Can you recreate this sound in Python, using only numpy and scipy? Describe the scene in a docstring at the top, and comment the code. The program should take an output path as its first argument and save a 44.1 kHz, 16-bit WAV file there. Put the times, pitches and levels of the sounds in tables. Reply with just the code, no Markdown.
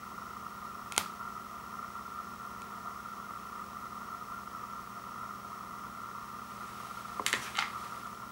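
"""A fridge-like motor hums and whirrs throughout in a small room that answers each hit.
Near 1 s two hands bend a filled chocolate bar close to the microphone: it ticks, then snaps with one
sharp crack; a faint tick follows at 2.6 s. Near 7 s a sleeve swishes as one half is put down on its
wrapper on a wooden table, where it clacks, crinkles the wrapper, slides and rocks to rest.
The arm draws back, and two last faint ticks come just after 8 s."""
import sys
import numpy as np
from scipy import signal
from scipy.fft import rfft, irfft
from scipy.io import wavfile

SR = 44100
rng = np.random.default_rng(int(sys.argv[2]) if len(sys.argv) > 2 else 0)


def output_pcm(signal):
    """Save a mono or channel-first signal as 16-bit PCM at the path in sys.argv[1].

    Samples are clipped to [-1, 1] before scaling.
    """
    pcm = np.clip(np.atleast_2d(signal).T, -1, 1) * 32767
    wavfile.write(sys.argv[1], SR, np.round(pcm).astype(np.int16))


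N = 366471
T = np.arange(N) / SR
RING_T = T[:SR // 8]
FREQS = np.maximum(np.arange(N // 2 + 1) * SR / N, 1)


def undb(db):
    """Decibels to gain."""
    return 10 ** (np.asarray(db) / 20)


def unit(x):
    """Scale to the energy of 1 ms at full level."""
    return x / np.sqrt(np.sum(x ** 2) * 1000 / SR)


def add(track, t_s, x):
    """Mix x in at t_s."""
    i = int(t_s * SR)
    track[i:i + len(x)] += x[:N - i]


def cut(x, hz, kind, order=2):
    """Low-pass or high-pass."""
    return signal.sosfilt(signal.butter(order, hz, kind, fs=SR, output="sos"), x)


def contour(points):
    """Gain per frequency from (f/Hz, level/dB) points."""
    hz, db = np.transpose(points)
    return undb(np.interp(np.log(FREQS), np.log(hz), db))


def noise(gain):
    """Noise of given amplitude per root Hz."""
    return irfft(rfft(rng.standard_normal(N)) * gain, N) * np.sqrt(SR / 2)


def walk(rate_hz):
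    """Smooth random curve, rms 1."""
    x = noise(np.exp(-.5 * (FREQS / rate_hz) ** 2))
    return (x - x.mean()) / x.std()


def ticks(low_hz, high_hz, spread_db=5, limit_db=17):
    """Dense band-limited ticks of uneven size, rms 1."""
    x = rng.choice([-1, 1], N) * undb(np.minimum(spread_db * rng.exponential(size=N), limit_db))
    x = cut(cut(x, low_hz, "high", order=3), high_hz, "low", order=4)
    return x / x.std()


def tone(rms_db, cycles):
    """Sine at a given rms level."""
    return np.sqrt(2) * undb(rms_db) * np.sin(2 * np.pi * cycles)


def mode(hz, db, t60_s, t=RING_T):
    """One damped sine."""
    return undb(db - 60 * t / t60_s) * np.sin(2 * np.pi * hz * t)


def ring(modes, damping=1):
    """Modes struck together, sign flipping by pairs; damping blurs the peaks."""
    return unit(sum((-1) ** (k // 2) * mode(hz, db, t60_s / damping)
                    for k, (hz, db, t60_s) in enumerate(modes)))


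def contact(x, hard_hz):
    """A softer contact builds more slowly and holds less treble."""
    return unit(cut(x * (1 - np.exp(-RING_T * hard_hz)), hard_hz, "low", order=3))


def stroke(t_s, half_s):
    """Bell-shaped speed of a movement, fastest at t_s."""
    return (1 + ((T - t_s) / half_s) ** 2 / 2) ** -2


# f/Hz, density/(dB per Hz)
ROOM_TONE = [(20, -100), (50, -87), (100, -86.5), (200, -82.5), (300, -85), (550, -87.5), (850, -93),
             (1600, -93), (2400, -95), (4200, -99), (7000, -101), (10000, -103), (15000, -104.3)]


def room_tone():
    """Steady, dull background noise."""
    return noise(contour(ROOM_TONE))


# f/Hz, width/Hz, relative level/dB
WHIRR_BANDS = [(700, 23, -81), (948, 16, -75.5), (1035, 32, -76), (1125, 40, -78), (1228, 46, -67.7),
               (1360, 25, -66.3), (1820, 45, -89), (1960, 95, -88.5), (3180, 50, -99), (5150, 70, -100),
               (5520, 110, -93.5), (6230, 100, -96), (12870, 120, -104)]


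def motor_whirr(trim_db=-0.56):
    """Noise in the motor's resonances swells and flutters, the high ones least."""
    flutter_db = 0.7 * walk(rate_hz=4) + 2.3 * walk(rate_hz=70)
    out = np.zeros(N)
    for hz, width_hz, db in WHIRR_BANDS:
        band = noise(undb(db) * np.exp(-(FREQS - hz) ** 2 / (2 * width_hz) ** 2))
        out += band * undb(flutter_db * min(1, 1400 / hz) + trim_db)
    return out


# f/Hz, rms level/dB
MOTOR_TONES = [(59.2, -71), (75.4, -68), (96, -84), (127.5, -77.5), (177.6, -64.5), (202.8, -58),
               (236.9, -62.5), (255, -78.5), (296, -98), (355.2, -77), (383.5, -69.5), (415.5, -72.5),
               (592, -78.5), (770.5, -69.5), (830, -69), (1483, -72)]


def motor_hum():
    """The motor's tones waver together in level and pitch."""
    sway_db = 0.67 * walk(rate_hz=2.9)
    drift_s = np.cumsum(0.00081 * walk(rate_hz=0.98)) / SR
    return sum(tone(db + sway_db, hz * (T + drift_s) + rng.random()) for hz, db in MOTOR_TONES)


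def electrics(mains_hz=120, rise_db_per_s=0.7, whine_hz=15713):
    """Mains hum creeps up under a thin, steady electronic whine."""
    return tone(-67.5 + rise_db_per_s * T, mains_hz * T) + tone(-67, whine_hz * T)


# modes of the held bar, the unbroken bar and the hands: f/Hz, relative level/dB, t60/s
BAR_MODES = [(453, -13, 0.014), (850, -2.5, 0.0091), (1450, -5.5, 0.013), (2087, -7.5, 0.016),
             (2340, -21, 0.038), (3180, -1.5, 0.0083), (4180, -10.5, 0.012), (4697, -4, 0.0037),
             (6330, -1, 0.0029), (6900, -4.5, 0.0083), (8060, -7.5, 0.0087), (8700, -12, 0.018),
             (9750, -4.5, 0.0095), (10600, -11, 0.0054), (11695, -21.1, 0.0132), (13300, -11.3, 0.0068),
             (14975, -19, 0.0071)]
UNBROKEN_MODES = [(2580, 0, 0.011)]
HAND_MODES = [(88, 1, .14), (175, 0, 0.065), (270, -10, 0.036)]
# t/s, level/dB, high cut/Hz, low cut/Hz, relative unbroken ring/dB
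FRACTURES = [(0.9223, -29, 12000, 900, -7), (0.9452, -42, 3500, 2000, 5), (0.9642, -30, 11000, 1200, -4),
             (0.9790, -12, 18000, 248, -28), (2.6193, -41, 10000, 1600, -4), (8.0700, -48, 8000, 2000, -14),
             (8.148, -52, 6000, 1500, -12)]


def cracks(crumble_t60_s=0.012):
    """Each fracture rings the bar, jolts the hands and spills a bright click into the room."""
    direct, spill = np.zeros(N), np.zeros(N)
    click = signal.unit_impulse(len(RING_T))
    for t_s, db, high_hz, low_hz, unbroken_db in FRACTURES:
        crumble = unit(rng.standard_normal(len(RING_T)) * undb(-60 * RING_T / crumble_t60_s))
        crack = ring(BAR_MODES) + undb(-16) * crumble + undb(unbroken_db) * ring(UNBROKEN_MODES)
        for track, sound in (direct, crack), (spill, click):
            band = cut(cut(sound, high_hz, "low"), low_hz, "high")
            add(track, t_s, undb(db) * unit(band))
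        add(direct, t_s + 0.0033, undb(db - 26) * contact(ring(HAND_MODES), hard_hz=400))
    return direct, spill


# f/Hz, echo level/dB, t60/s
ROOM_DECAY = [(150, 7.5, 0.24), (400, -15.5, 0.62), (880, 1, 0.21), (1990, -6.5, 0.32), (4440, -6.5, 0.35),
              (8000, -10.5, 0.35), (14000, -5, .22)]


def room(x, gap_s=0.007):
    """Diffuse echoes follow a short gap; each half octave dies at its own rate."""
    t, response = T[:SR * 2 // 3], 0
    hz, db, t60_s = np.transpose(ROOM_DECAY)
    for low_hz in 90 * 2 ** np.arange(0, 7.5, .5):
        log_centre = np.log(low_hz) + np.log(2) / 4
        fade_per_s = np.log(1000) / np.interp(log_centre, np.log(hz), t60_s)
        gain = undb(np.interp(log_centre, np.log(hz), db)) * np.sqrt(2 * fade_per_s / SR)
        sos = signal.butter(3, [low_hz, low_hz * np.sqrt(2)], "band", fs=SR, output="sos")
        band = signal.sosfilt(sos, rng.standard_normal(len(t)))
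        response += gain * band * np.exp(-fade_per_s * t)
    return signal.fftconvolve(x, np.pad(response, (int(gap_s * SR), 0)))[:N]


# f/Hz, relative density/dB
CLOTH_SPECTRUM = [(200, -11), (800, 1.5), (2000, -1.5), (3500, -5), (6000, -9), (10000, -11),
                  (13000, -15.5), (16000, -28)]
# reach, lower, draw back: t/s, half length/s, level/dB
ARM_STROKES = [(6.864, 0.37, -54.5), (7.433, 0.15, -49), (7.893, 0.2, -53.5)]


def sleeve(flutter_db=1.0):
    """Cloth rubs with a fine flutter, louder as the arm moves faster."""
    rub = noise(contour(CLOTH_SPECTRUM))
    envelope = sum(undb(db) * stroke(t_s, half_s) for t_s, half_s, db in ARM_STROKES)
    return rub / rub.std() * envelope * undb(flutter_db * walk(rate_hz=40))


# half bar on the table: f/Hz, relative level/dB, t60/s
PIECE_MODES = [(1330, -5, 0.01), (1650, -3.5, 0.011), (2116, -1.5, 0.023), (2380, -10, 0.02),
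               (3040, 5, 0.0054), (3400, -4, 0.011), (4050, -6.5, 0.013), (4450, -6, 0.013),
               (5700, -8, 0.0088), (6340, 1.5, 0.0043), (8000, -10, 0.004), (7730, 2, 0.005),
               (10000, -2.5, 0.0047), (11400, 1.5, 0.0022), (14197, -8, 0.0051)]
# t/s, level/dB, hardness/Hz, spot ring/Hz, relative spot level/dB
LANDINGS = [(7.1959, -19.5, 620, 1070, 15), (7.2639, -15.5, 13000, 2580, -27),
            (7.3292, -16, 12000, 1880, -1), (7.3370, -20.5, 4830, 1000, -6), (7.5536, -31, 4500, 3440, -12),
            (7.5632, -31, 3500, 3000, -11), (7.5716, -28, 9100, 3170, -12), (7.5840, -24.5, 2420, 797, 3),
            (7.5883, -16.5, 5260, 1390, -2), (7.595, -26.5, 6500, 4930, 2), (7.6232, -20.5, 2380, 1255, 0),
            (7.638, -32, 2000, 1310, 5)]


def clacks():
    """Each landing rings the half bar and the touched spot; the spill into the room has blunter peaks."""
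    direct, spill = np.zeros(N), np.zeros(N)
    for t_s, db, hard_hz, spot_hz, spot_db in LANDINGS:
        spot = contact(ring([(spot_hz, 0, 19 / spot_hz)]), 1.34 * spot_hz)
        spot = undb(spot_db) * cut(spot, spot_hz / 2, "high")
        unshielded = min(1, hard_hz / 2600)  # cushioning fingers also shield it from the room
        for track, damping, share in (direct, 1, 1), (spill, 2.2, unshielded):
            body = contact(ring(PIECE_MODES, damping), hard_hz)
            body = unit(cut(body, min(hard_hz / 2, 900), "high", order=4))  # too small to radiate bass
            add(track, t_s, share * undb(db) * unit(body + spot))
    return direct, spill


def table_reflection(x, delay_s=0.00088, echo_db=-6, scatter_s=0.00087):
    """The sound plus its treble thrown back by the table, scattered by hand and wrapper."""
    scatter = rng.standard_normal(len(RING_T)) * np.exp(-RING_T / scatter_s)
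    echo = np.zeros(N)
    add(echo, delay_s, signal.fftconvolve(x, scatter / np.linalg.norm(scatter)))
    return (x + undb(echo_db) * cut(echo, 2600, "high")) / np.hypot(1, undb(echo_db))


# f/Hz, relative level/dB, t60/s
TABLE_MODES = [(127, -9.5, 0.081), (241, -1, 0.049), (416, 9.5, 0.029), (516, 4, 0.038), (750, -1, 0.031)]
# t/s, level/dB, hardness/Hz
TABLE_HITS = [(7.1967, -29, 900), (7.2063, -32.5, 700), (7.3366, -26.5, 710)]


def thuds():
    """The weight of the piece rings the table top's low modes."""
    out = np.zeros(N)
    for t_s, db, hard_hz in TABLE_HITS:
        add(out, t_s, undb(db) * contact(ring(TABLE_MODES), hard_hz))
    return out


# f/Hz, relative level/dB, t60/s
SURFACE_MODES = [(1530, -7, 0.29), (1630, 4, 0.17), (1786, -1, 0.19), (1800, 1, 0.16), (1944, -2.5, 0.29),
                 (2094, -7, 0.27), (2250, -7, 0.25), (2550, 3, 0.18), (3145, -5, 0.25)]


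def surface_ring(x, gain_db=-17.5):
    """The hard surface under the wrapper rings faintly when struck or scraped."""
    response = sum(mode(hz, db, t60_s, T[:SR // 2]) for hz, db, t60_s in SURFACE_MODES)
    return undb(gain_db) * signal.fftconvolve(x, response / np.linalg.norm(response))[:N]


# t/s, fade/s, level/dB, high cut/Hz
WRAPPER_PRESSES = [(7.2686, 0.0038, -31, 11000), (7.279, 0.005, -30, 9400), (7.293, 0.022, -46, 10500),
                   (7.345, 0.025, -44, 7500)]


def crinkles(attack_s=0.0013, low_hz=5300, crackle_db=2):
    """The piece presses the wrapper, whose folds give way one after another."""
    out = np.zeros(N)
    for t_s, fade_s, db, high_hz in WRAPPER_PRESSES:
        age_s = np.maximum(T - t_s, 0)
        envelope = (1 - np.exp(-age_s / attack_s)) * np.exp(-age_s / fade_s)
        out += undb(db) * envelope * ticks(low_hz, high_hz)
    return out * undb(crackle_db * walk(rate_hz=250))


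# f/Hz, relative density/dB
WRAPPER_SPECTRUM = [(2000, -30), (4800, -8), (6000, 4), (7600, -6), (9200, -6), (11200, -8), (12800, -14),
                    (16000, -24)]
# t/s, half length/s, rasp/dB, hiss/dB
SLIDE_STROKES = [(7.433, 0.018, -51, -47), (7.469, 0.019, -44.5, -61), (7.6, 0.031, -46, -51)]


def slides():
    """The sliding piece rasps and the wrapper hisses under it."""
    rasp = ticks(low_hz=1090, high_hz=2960)
    hiss = noise(contour(WRAPPER_SPECTRUM))
    hiss /= hiss.std()
    return sum(stroke(t_s, half_s) * (undb(rasp_db) * rasp + undb(hiss_db) * hiss)
               for t_s, half_s, rasp_db, hiss_db in SLIDE_STROKES)


def scene():
    """The bar breaks close by; the table is further off and carries more room."""
    background = room_tone() + motor_whirr() + motor_hum() + electrics()
    snap, snap_spill = cracks()
    clack, clack_spill = clacks()
    thud = thuds()
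    table_spill = clack_spill + undb(1.5) * thud
    wrapper = crinkles() + slides()
    table = table_reflection(clack + thud) + surface_ring(table_spill + wrapper)
    snap_spill = cut(snap_spill, 5600, "low", order=1)
    echoes = room(undb(0.7) * snap_spill + undb(0.5) * table_spill + undb(1) * wrapper)
    return (background + snap + echoes + sleeve() + table + wrapper)[None]


def record(dry, top_hz=15900):
    """A steep low-pass cuts the top."""
    return signal.sosfilt(signal.ellip(12, .2, 70, top_hz, fs=SR, output="sos"), dry)


dry = scene()
out = record(dry)
output_pcm(out)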